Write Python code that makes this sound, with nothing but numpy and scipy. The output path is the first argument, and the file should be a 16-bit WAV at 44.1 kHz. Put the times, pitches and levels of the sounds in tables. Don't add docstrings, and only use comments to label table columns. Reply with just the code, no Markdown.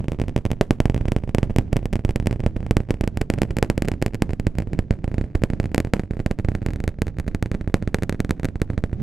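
import sys
import numpy as np
from scipy import signal
from scipy.fft import rfft, irfft, next_fast_len
from scipy.io import wavfile
from scipy.ndimage import map_coordinates

SR = 44100
rng = np.random.default_rng(int(sys.argv[2]) if len(sys.argv) > 2 else 0)


def generate_wav(signal):
    frames = np.transpose(np.atleast_2d(signal))
    scaled = np.clip(frames, -1, 1) * 32767
    pcm = np.round(scaled).astype(np.int16)
    wavfile.write(sys.argv[1], SR, pcm)


N = 397782


def amp(db):
    return 10 ** (np.asarray(db) / 20)


def unit_rms(x):
    return x / np.sqrt(np.mean(x ** 2) + 1e-20)


def log_interp(points, hz):
    freq_hz, value = np.transpose(points)
    return np.interp(np.log(hz + 1), np.log(freq_hz + 1), value)


def wobble(rate_hz):
    knots = rng.standard_normal(int(N * rate_hz / SR) + 4)
    return map_coordinates(knots, [np.arange(N) * rate_hz / SR])


def filtered(x, response):
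    size = next_fast_len(N + SR // 2)
    hz = np.fft.rfftfreq(size, 1 / SR)
    return irfft(rfft(x, size) * response(hz), size)[..., :N]


# freq_hz, side_to_mid_ratio
WIDTH = [(100, 0.25), (1000, 0.37), (4000, 0.45), (12000, 0.68)]

def diffuse_noise(spectrum):
    def shape(hz):
        return amp(log_interp(spectrum, hz)) * np.array([np.ones_like(hz), log_interp(WIDTH, hz)])
    mid, side = filtered(rng.standard_normal((2, N)), shape)
    return unit_rms(np.array([mid + side, mid - side]))


# time_s, relative_level_db
RUMBLE_LEVEL = [(0.0, -27), (0.45, -32), (0.9, -31), (3.51, -29.5), (8.32, -32), (9.02, -29.5)]
# freq_hz, relative_density_db
RUMBLE_SPECTRUM = [(15, -29), (25, 1.5), (114, 7.5), (291, -3.5), (720, -23), (1070, -37.5), (1950, -40),
                   (3230, -46), (6000, -53.5), (7800, -64), (13200, -120)]

def rumble():
    contour_db = np.interp(np.arange(N) / SR, *np.transpose(RUMBLE_LEVEL))
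    heave_db = 2 * wobble(rate_hz=2.965) + 3 * wobble(rate_hz=15)
    return amp(contour_db + heave_db - 7) * diffuse_noise(RUMBLE_SPECTRUM)


def lull(depth_db=-3, reach_s=0.095):
    start_s, level_db, _ = np.transpose(SHOCKS)
    jumps = np.bincount((start_s * SR).astype(int), amp(level_db), N)
    nearby = signal.fftconvolve(jumps, np.hanning(int(2 * reach_s * SR)), "same")
    return amp(depth_db * np.tanh(nearby))


# freq_hz, relative_density_db
HISS_SPECTRUM = [(60, -8), (150, -1), (500, -2.5), (1200, -21), (2500, -28), (5000, -38), (10000, -46.5),
                 (16000, -63)]

def scattered_hiss(t60_s, steep_boost_db, sputter_db, attack_s=0.00028):
    start_s, level_db, steepness = np.transpose(SHOCKS)
    power = np.bincount((start_s * SR).astype(int), amp(level_db + steep_boost_db * steepness) ** 2, N)
    t = np.arange(SR // 2) / SR
    power_decay = amp(-60 * t / t60_s) ** 2 * (1 - np.exp(-t / attack_s))
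    envelope = np.sqrt(np.abs(signal.fftconvolve(power, power_decay)[:N]))
    sputter = amp(sputter_db * wobble(rate_hz=350))
    return envelope * unit_rms(sputter * diffuse_noise(HISS_SPECTRUM))


# time_s, sag_factor
SAG_SPELLS = [(0, 0.71), (.6, 0.99), (1.1, 1.15), (1.6, 1.04), (2.1, 1), (2.7, 0.96), (3.3, 0.71),
              (4.2, 0.76), (4.6, 1.4), (5.2, 1.06), (5.6, 0.83), (5.8, 0.57), (6, 0.66), (6.2, 0.91),
              (6.9, 1.1), (7.5, 0.89), (8.1, 0.68), (8.5, 0.76), (9, 1.2)]

def sag_time_ms(start_s, level_db, steepness):
    typical = 0.95 - 0.11 * level_db + 0.59 * (1 - np.clip(steepness, 0, 1))
    spell = np.interp(start_s, *np.transpose(SAG_SPELLS))
    spread = np.exp(0.14 * rng.standard_normal(len(start_s)))
    return 1.37 * np.clip(typical * spell * spread, 0.3, 3.5)


def shock_pressure(fronts, build_ms, delay_ms=0):
    start_s, level_db, steepness, sag_ms = (column[:, None] for column in fronts)
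    arrival_s = start_s + np.reshape(delay_ms, (-1, 1)) / 1000
    steepness = np.clip(steepness, 0, 1)
    index = np.floor(arrival_s * SR).astype(int) + np.arange(-30, 900)
    age_ms = (index / SR - arrival_s) * 1000
    after_ms = np.maximum(age_ms, 0)
    rise_ms = 0.021 + 0.054 * (1 - steepness) ** 2
    sudden = 0.5 + 0.5 * np.tanh(age_ms / rise_ms)
    gradual = sudden * (1 - np.exp(-after_ms / build_ms))
    progress = after_ms / sag_ms
    sag = (1 - 0.59 * progress) * np.exp(-progress ** 1.42)
    waves = amp(level_db) * (steepness * sudden + (1 - steepness) * gradual) * sag
    return np.bincount(np.clip(index, 0, N).ravel(), waves.ravel(), N + 1)[:N]


def reflection(x, delay_ms, gain_db, cutoff_hz):
    def response(hz):
        return np.exp(-2j * np.pi * hz * delay_ms / 1000) / (1 + 1j * hz / cutoff_hz) ** 2
    return amp(gain_db) * filtered(x, response)


# time_s, ground_delay_ms, near_surface_delay_ms
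PATH_DELAYS = [(0, 0.31, 7.16), (3, 0.35, 8.54), (5.2, 0.39, 8.74), (9, 0.46, 9.8)]
# extra_delay_ms, gain_db, cutoff_hz
GROUND_BOUNCE = [(0, -3.5, 4300), (0, -4.5, 11000)]

def arrivals(start_s, level_db, steepness, build_ms):
    fronts = (start_s, level_db, steepness, sag_time_ms(start_s, level_db, steepness))
    time_s, ground_ms, near_ms = np.transpose(PATH_DELAYS)
    turbulence = 1 + rng.standard_normal((len(start_s), 2)) * [0.035, 0.03]
    direct = shock_pressure(fronts, build_ms)
    ground = shock_pressure(fronts, build_ms, np.interp(start_s, time_s, ground_ms) * turbulence[:, 0])
    near = shock_pressure(fronts, build_ms, np.interp(start_s, time_s, near_ms) * turbulence[:, 1])
    ground_echo = np.array([reflection(ground, *bounce) for bounce in GROUND_BOUNCE])
    near_echo = reflection(near, delay_ms=0, gain_db=-6.5, cutoff_hz=224)
    far_echo = reflection(direct, delay_ms=19.3, gain_db=-5.5, cutoff_hz=48)
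    return direct + ground_echo + near_echo + far_echo


def weak_shocks(count=480, floor_db=-35, spread_db=3.5, max_steepness=0.1):
    when, rank, edge = rng.random((count, 3)).T
    level_db = floor_db - spread_db * np.log(rank + 0.015)
    return arrivals(when * N / SR, level_db, max_steepness * edge, build_ms=0.16)


# start_s, relative_level_db, steepness (0 rounded, 1 sudden)
SHOCKS = [(0.0058, -17, 0.21), (0.0432, -17, 0.33), (0.0834, -7, 0.47), (0.1194, -12.5, 0.6),
          (0.132, -18, 0.03), (0.1462, -17.9, 0.3), (0.1881, -15.5, 0.33), (0.1993, -9.3, 0.5),
          (0.2165, -7.5, 0.63), (0.2385, -15, 0.03), (0.2829, -13.5, 0.6), (0.2945, -17.5, 0.5),
          (0.363, -2, 0.55), (0.378, -14, 0.65), (0.3872, -17.5, 0.47), (0.4532, -7.5, 0.6),
          (0.4628, -10, 0.53), (0.5046, -14, 0.4), (0.5157, -9, 1), (0.5323, -15.5, 0.4), (0.6114, 6, 0.47),
          (0.7082, 3, 0.56), (0.803, 1.7, 0.61), (0.8561, -3.5, 0.48), (0.8985, -5.5, 0.5),
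          (0.9452, -9, 0.63), (0.963, -10, 0.27), (0.9782, -14.4, 0.57), (1.0081, -21, 0.16),
          (1.0114, -12, 0.04), (1.0553, -10.5, 0.3), (1.0808, -15, 0.5), (1.0838, -7.9, 0.52),
          (1.1198, -5, 0.65), (1.1639, -5, 0.47), (1.1858, -21.5, 0.5), (1.2374, -13.5, 0),
          (1.2764, -17.5, 0.14), (1.293, -13, 0.4), (1.3481, -3.5, 0.75), (1.3843, -1.5, 0.56),
          (1.4306, -2.5, 0.42), (1.4976, -16, 0.25), (1.5026, -19.5, 0.3), (1.5067, -14, 0.18),
          (1.5623, -7.0, 0.86), (1.5855, -2.5, 0.78), (1.593, -11.5, 0.2), (1.6111, -18.5, 0.06),
          (1.7277, -18, 0.59), (1.7299, -6, 0.73), (1.7601, -9.5, 0.24), (1.7675, -5, 0.8),
          (1.7914, -19.3, 0.44), (1.8292, -19, 0.26), (1.8566, -10.5, 0.78), (1.9292, -11.5, 0.76),
          (1.9343, -8.8, 0.66), (1.9563, -9, 0.64), (1.9653, -17, 0.5), (1.993, -15, 0.2),
          (2.0498, -5.5, 0.6), (2.081, -23.0, 0.3), (2.0921, -10, 0.56), (2.0945, -12.5, 0.4),
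          (2.1084, -15, 0.76), (2.1596, -5.5, 0.83), (2.2, -11.5, 0.52), (2.2257, -16.5, 0.22),
          (2.2594, -15, 0.65), (2.271, -4, 0.93), (2.3108, -9, 0.5), (2.3281, -11.5, 0.6),
          (2.3358, -19, 0.1), (2.36, -17, 0), (2.396, -17.4, 0.05), (2.404, -13, 0.51), (2.4375, -13, 0.3),
          (2.4633, -3, 0.51), (2.5618, -18, 0.05), (2.5651, -10.5, 0.3), (2.6053, -21, 0.4),
          (2.629, -17.5, 0.2), (2.665, -14, 0.4), (2.71, -0.8, 0.71), (2.7687, 0.0, 0.68),
          (2.804, -10.5, 0.3), (2.8886, -18.5, 0.25), (2.8967, -18.0, 0.31), (2.907, -1, 0.64),
          (2.9418, -15, 0.5), (3.0104, -7.5, 0.72), (3.0363, -11.5, 0.2), (3.0397, -9, 0.53),
          (3.0765, -8.5, 0.86), (3.173, -9.5, 0.84), (3.213, -13.2, 0.9), (3.2156, -5, 0.76),
          (3.3014, -1, 0.75), (3.338, -9, 0.7), (3.3793, -14.5, 0.2), (3.3863, -11, 0.55),
          (3.4184, -0.5, 0.73), (3.4329, -7, 0.58), (3.4517, -18, 0.25), (3.5069, -13.8, 0.5),
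          (3.509, -13.5, 0.56), (3.5685, -8, 0.84), (3.5862, -7.5, 0.88), (3.6273, 3.5, 0.67),
          (3.647, -17.5, 0.66), (3.7004, 0, 0.79), (3.7786, -5.5, 0.77), (3.8219, -5.9, 1),
          (3.8484, -14.5, 0.5), (3.8541, -20, 0.8), (3.8774, -14, 0.5), (3.885, -5, 0.92),
          (3.917, -8.5, 0.63), (3.9359, -24.0, 0.4), (3.939, -15.5, 0.44), (4.017, -15.4, 0.66),
          (4.025, -2.5, 0.86), (4.0627, -6, 1), (4.081, -17.5, 0.53), (4.1355, -19.0, 0.5),
          (4.1457, -13, 1), (4.1528, -16.5, 0.77), (4.2217, -0.2, 0.79), (4.2936, -14, 0.3),
          (4.3046, -21, 0.36), (4.3074, -16, 0.56), (4.3337, -12, 0.57), (4.3983, -10.5, 0.72),
          (4.4687, -4, 0.62), (4.5536, -22.9, 0.5), (4.5855, -9.5, 0.85), (4.602, -12.5, 0.47),
          (4.622, -16.3, 0.5), (4.6726, -19, 0.05), (4.733, -11, 0.58), (4.7906, -4.9, 0.52),
          (4.9084, -2.5, 0.51), (4.9267, -17.9, 0.14), (4.9376, -20.5, 0.37), (5.0431, -11, 0.46),
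          (5.0785, -11, 0.22), (5.1158, -15.5, 0.1), (5.1427, -12.7, 0.5), (5.182, -7.5, 0.45),
          (5.2124, -10, 0.38), (5.241, -15.5, -0.04), (5.351, -7.5, 0.1), (5.3538, -6.5, 0.48),
          (5.4199, -13.5, 0.1), (5.437, -0.6, 0.62), (5.5018, -9.5, 0.43), (5.5348, -12.0, 0.33),
          (5.6003, -3.5, 0.5), (5.631, -23, 0.65), (5.6417, -13, 0.4), (5.6572, -12.5, 0.57),
          (5.717, -17.5, 0.3), (5.7462, -2.5, 0.93), (5.7606, -19, 0.8), (5.78, -1.5, 0.87),
          (5.8025, -6.5, 1), (5.8489, -12.6, 0.53), (5.8717, -15.5, 0.2), (5.9366, 4.5, 0.57),
          (5.961, -20, 0.2), (5.9666, -13.5, 0.35), (5.9955, -7.5, 0.46), (6.0009, -19.8, 0.5),
          (6.0354, -15.5, 0.14), (6.1093, -8.5, 0), (6.1353, -17, 0.13), (6.169, -16, 0.18),
          (6.1934, -17, 0.37), (6.2012, -10.5, 0.38), (6.2622, -4, 0.6), (6.307, -20, 0.2),
          (6.312, -6.5, 0.59), (6.3885, -13.5, 0.57), (6.3979, -11.5, 0.32), (6.4467, -19, 0.53),
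          (6.4486, -11, 0.42), (6.4865, -5.5, 0.37), (6.5182, -14, 0.15), (6.5514, -6.5, 0.48),
          (6.6186, -18, 0.35), (6.628, -21.0, 0.4), (6.6632, -7.5, 0.75), (6.6864, -12, 0.4),
          (6.7057, -20, 0.7), (6.7093, -19, 0.45), (6.735, -18.5, 0.86), (6.76, -16.5, 0.67),
          (6.8032, -14, 0.6), (6.84, -12, 0.73), (6.8782, -7.0, 0.8), (6.8907, -18.5, 0.6),
          (6.9872, -21.5, 0.4), (7.0193, -5.5, 1), (7.0689, -16, 0.6), (7.0814, -15, 0.61),
          (7.186, -13.5, 0.62), (7.1995, -13.5, 0.92), (7.2657, -19.5, 0.1), (7.2797, -12.5, 0.58),
          (7.2844, -19.1, 0.7), (7.3478, -8.5, 0.7), (7.4263, -6.5, 0.75), (7.4597, -12.5, 0.5),
          (7.5159, -10, 0.62), (7.536, -23, 0.32), (7.5438, -16.0, 0.46), (7.5489, -10, 0.39),
          (7.6114, -13, 0.43), (7.6759, -9, 0.1), (7.6987, -20.5, 0.12), (7.7423, 3, 0.56),
          (7.8252, -13, 0.51), (7.8758, -6.5, 0.48), (7.945, 1.5, 0.71), (7.9861, -14, 0.39),
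          (8.0236, -10, 0.6), (8.0342, -9.5, 0.97), (8.0951, -7, 1), (8.1257, -11, 0.57),
          (8.146, -15.5, 0.3), (8.195, -21, 0.4), (8.2034, -5.4, 0.9), (8.2478, -11.5, 0.6),
          (8.294, -12.3, 0.63), (8.3087, -2.5, 0.75), (8.3975, -16.5, 0.6), (8.4325, -13, 0.5),
          (8.4464, -9.5, 0.85), (8.454, -8, 0.87), (8.4868, -15, 0.45), (8.557, -15, 0.36),
          (8.6006, -27.2, 0.5), (8.6177, -5.5, 0.8), (8.7016, -9, 0.1), (8.734, -19, 0.09),
          (8.7783, -7.5, 0.44), (8.839, -6.5, 0.43), (8.93, -12, 0.1), (9.0008, -22.6, 0.25)]

def loud_shocks():
    return arrivals(*np.transpose(SHOCKS), build_ms=0.22)


def scene():
    quick_hiss = amp(-23.5) * scattered_hiss(t60_s=0.042, steep_boost_db=4, sputter_db=2)
    lingering_hiss = amp(-33.5) * scattered_hiss(t60_s=0.16, steep_boost_db=-0.5, sputter_db=3.5)
    background_gain = lull()
    crackle = amp(-3) * (loud_shocks() + background_gain * weak_shocks())
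    return background_gain * rumble() + quick_hiss + lingering_hiss + crackle


# centre_hz, width_hz, gain_db
PORT_MODES = [(11600, 2260, 8.5), (11830, 2600, 5)]
# centre_hz, width_hz, gain_db
HOUSING_MODES = [(1800, 1500, -8), (7870, 2040, 1)]

def microphone_ports(hz, left_lag_ms=0.0076, shelf_hz=335, shelf_db=4.54):
    def mode(centre_hz, width_hz, gain_db):
        damping = 1j * hz * width_hz
        return amp(gain_db) * damping / (centre_hz ** 2 - hz ** 2 + damping)
    housing = sum(mode(*row) for row in HOUSING_MODES)
    resonances = np.array([1 + mode(*row) + housing for row in PORT_MODES])
    left_lag = np.exp(-2j * np.pi * hz * left_lag_ms / 1000)
    right_shelf = (amp(shelf_db) + 1j * hz / shelf_hz) / (1 + 1j * hz / shelf_hz)
    return resonances * [left_lag, right_shelf]


def bass_cut(hz, edge_hz=16, q=1.43, pole_hz=18):
    s = 1j * hz / edge_hz
    return s * s / (1 + s / q + s * s) * 1j * hz / (pole_hz + 1j * hz)


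def record(dry, ceiling=0.96, top_hz=16700, taper_hz=600):
    coloured = filtered(dry, lambda hz: microphone_ports(hz) * bass_cut(hz))
    limited = coloured / (1 + np.abs(coloured / ceiling) ** 7) ** (1 / 7)
    return filtered(limited, lambda hz: np.clip((top_hz - hz) / taper_hz, 0, 1))


dry = scene()
out = record(dry)
generate_wav(out)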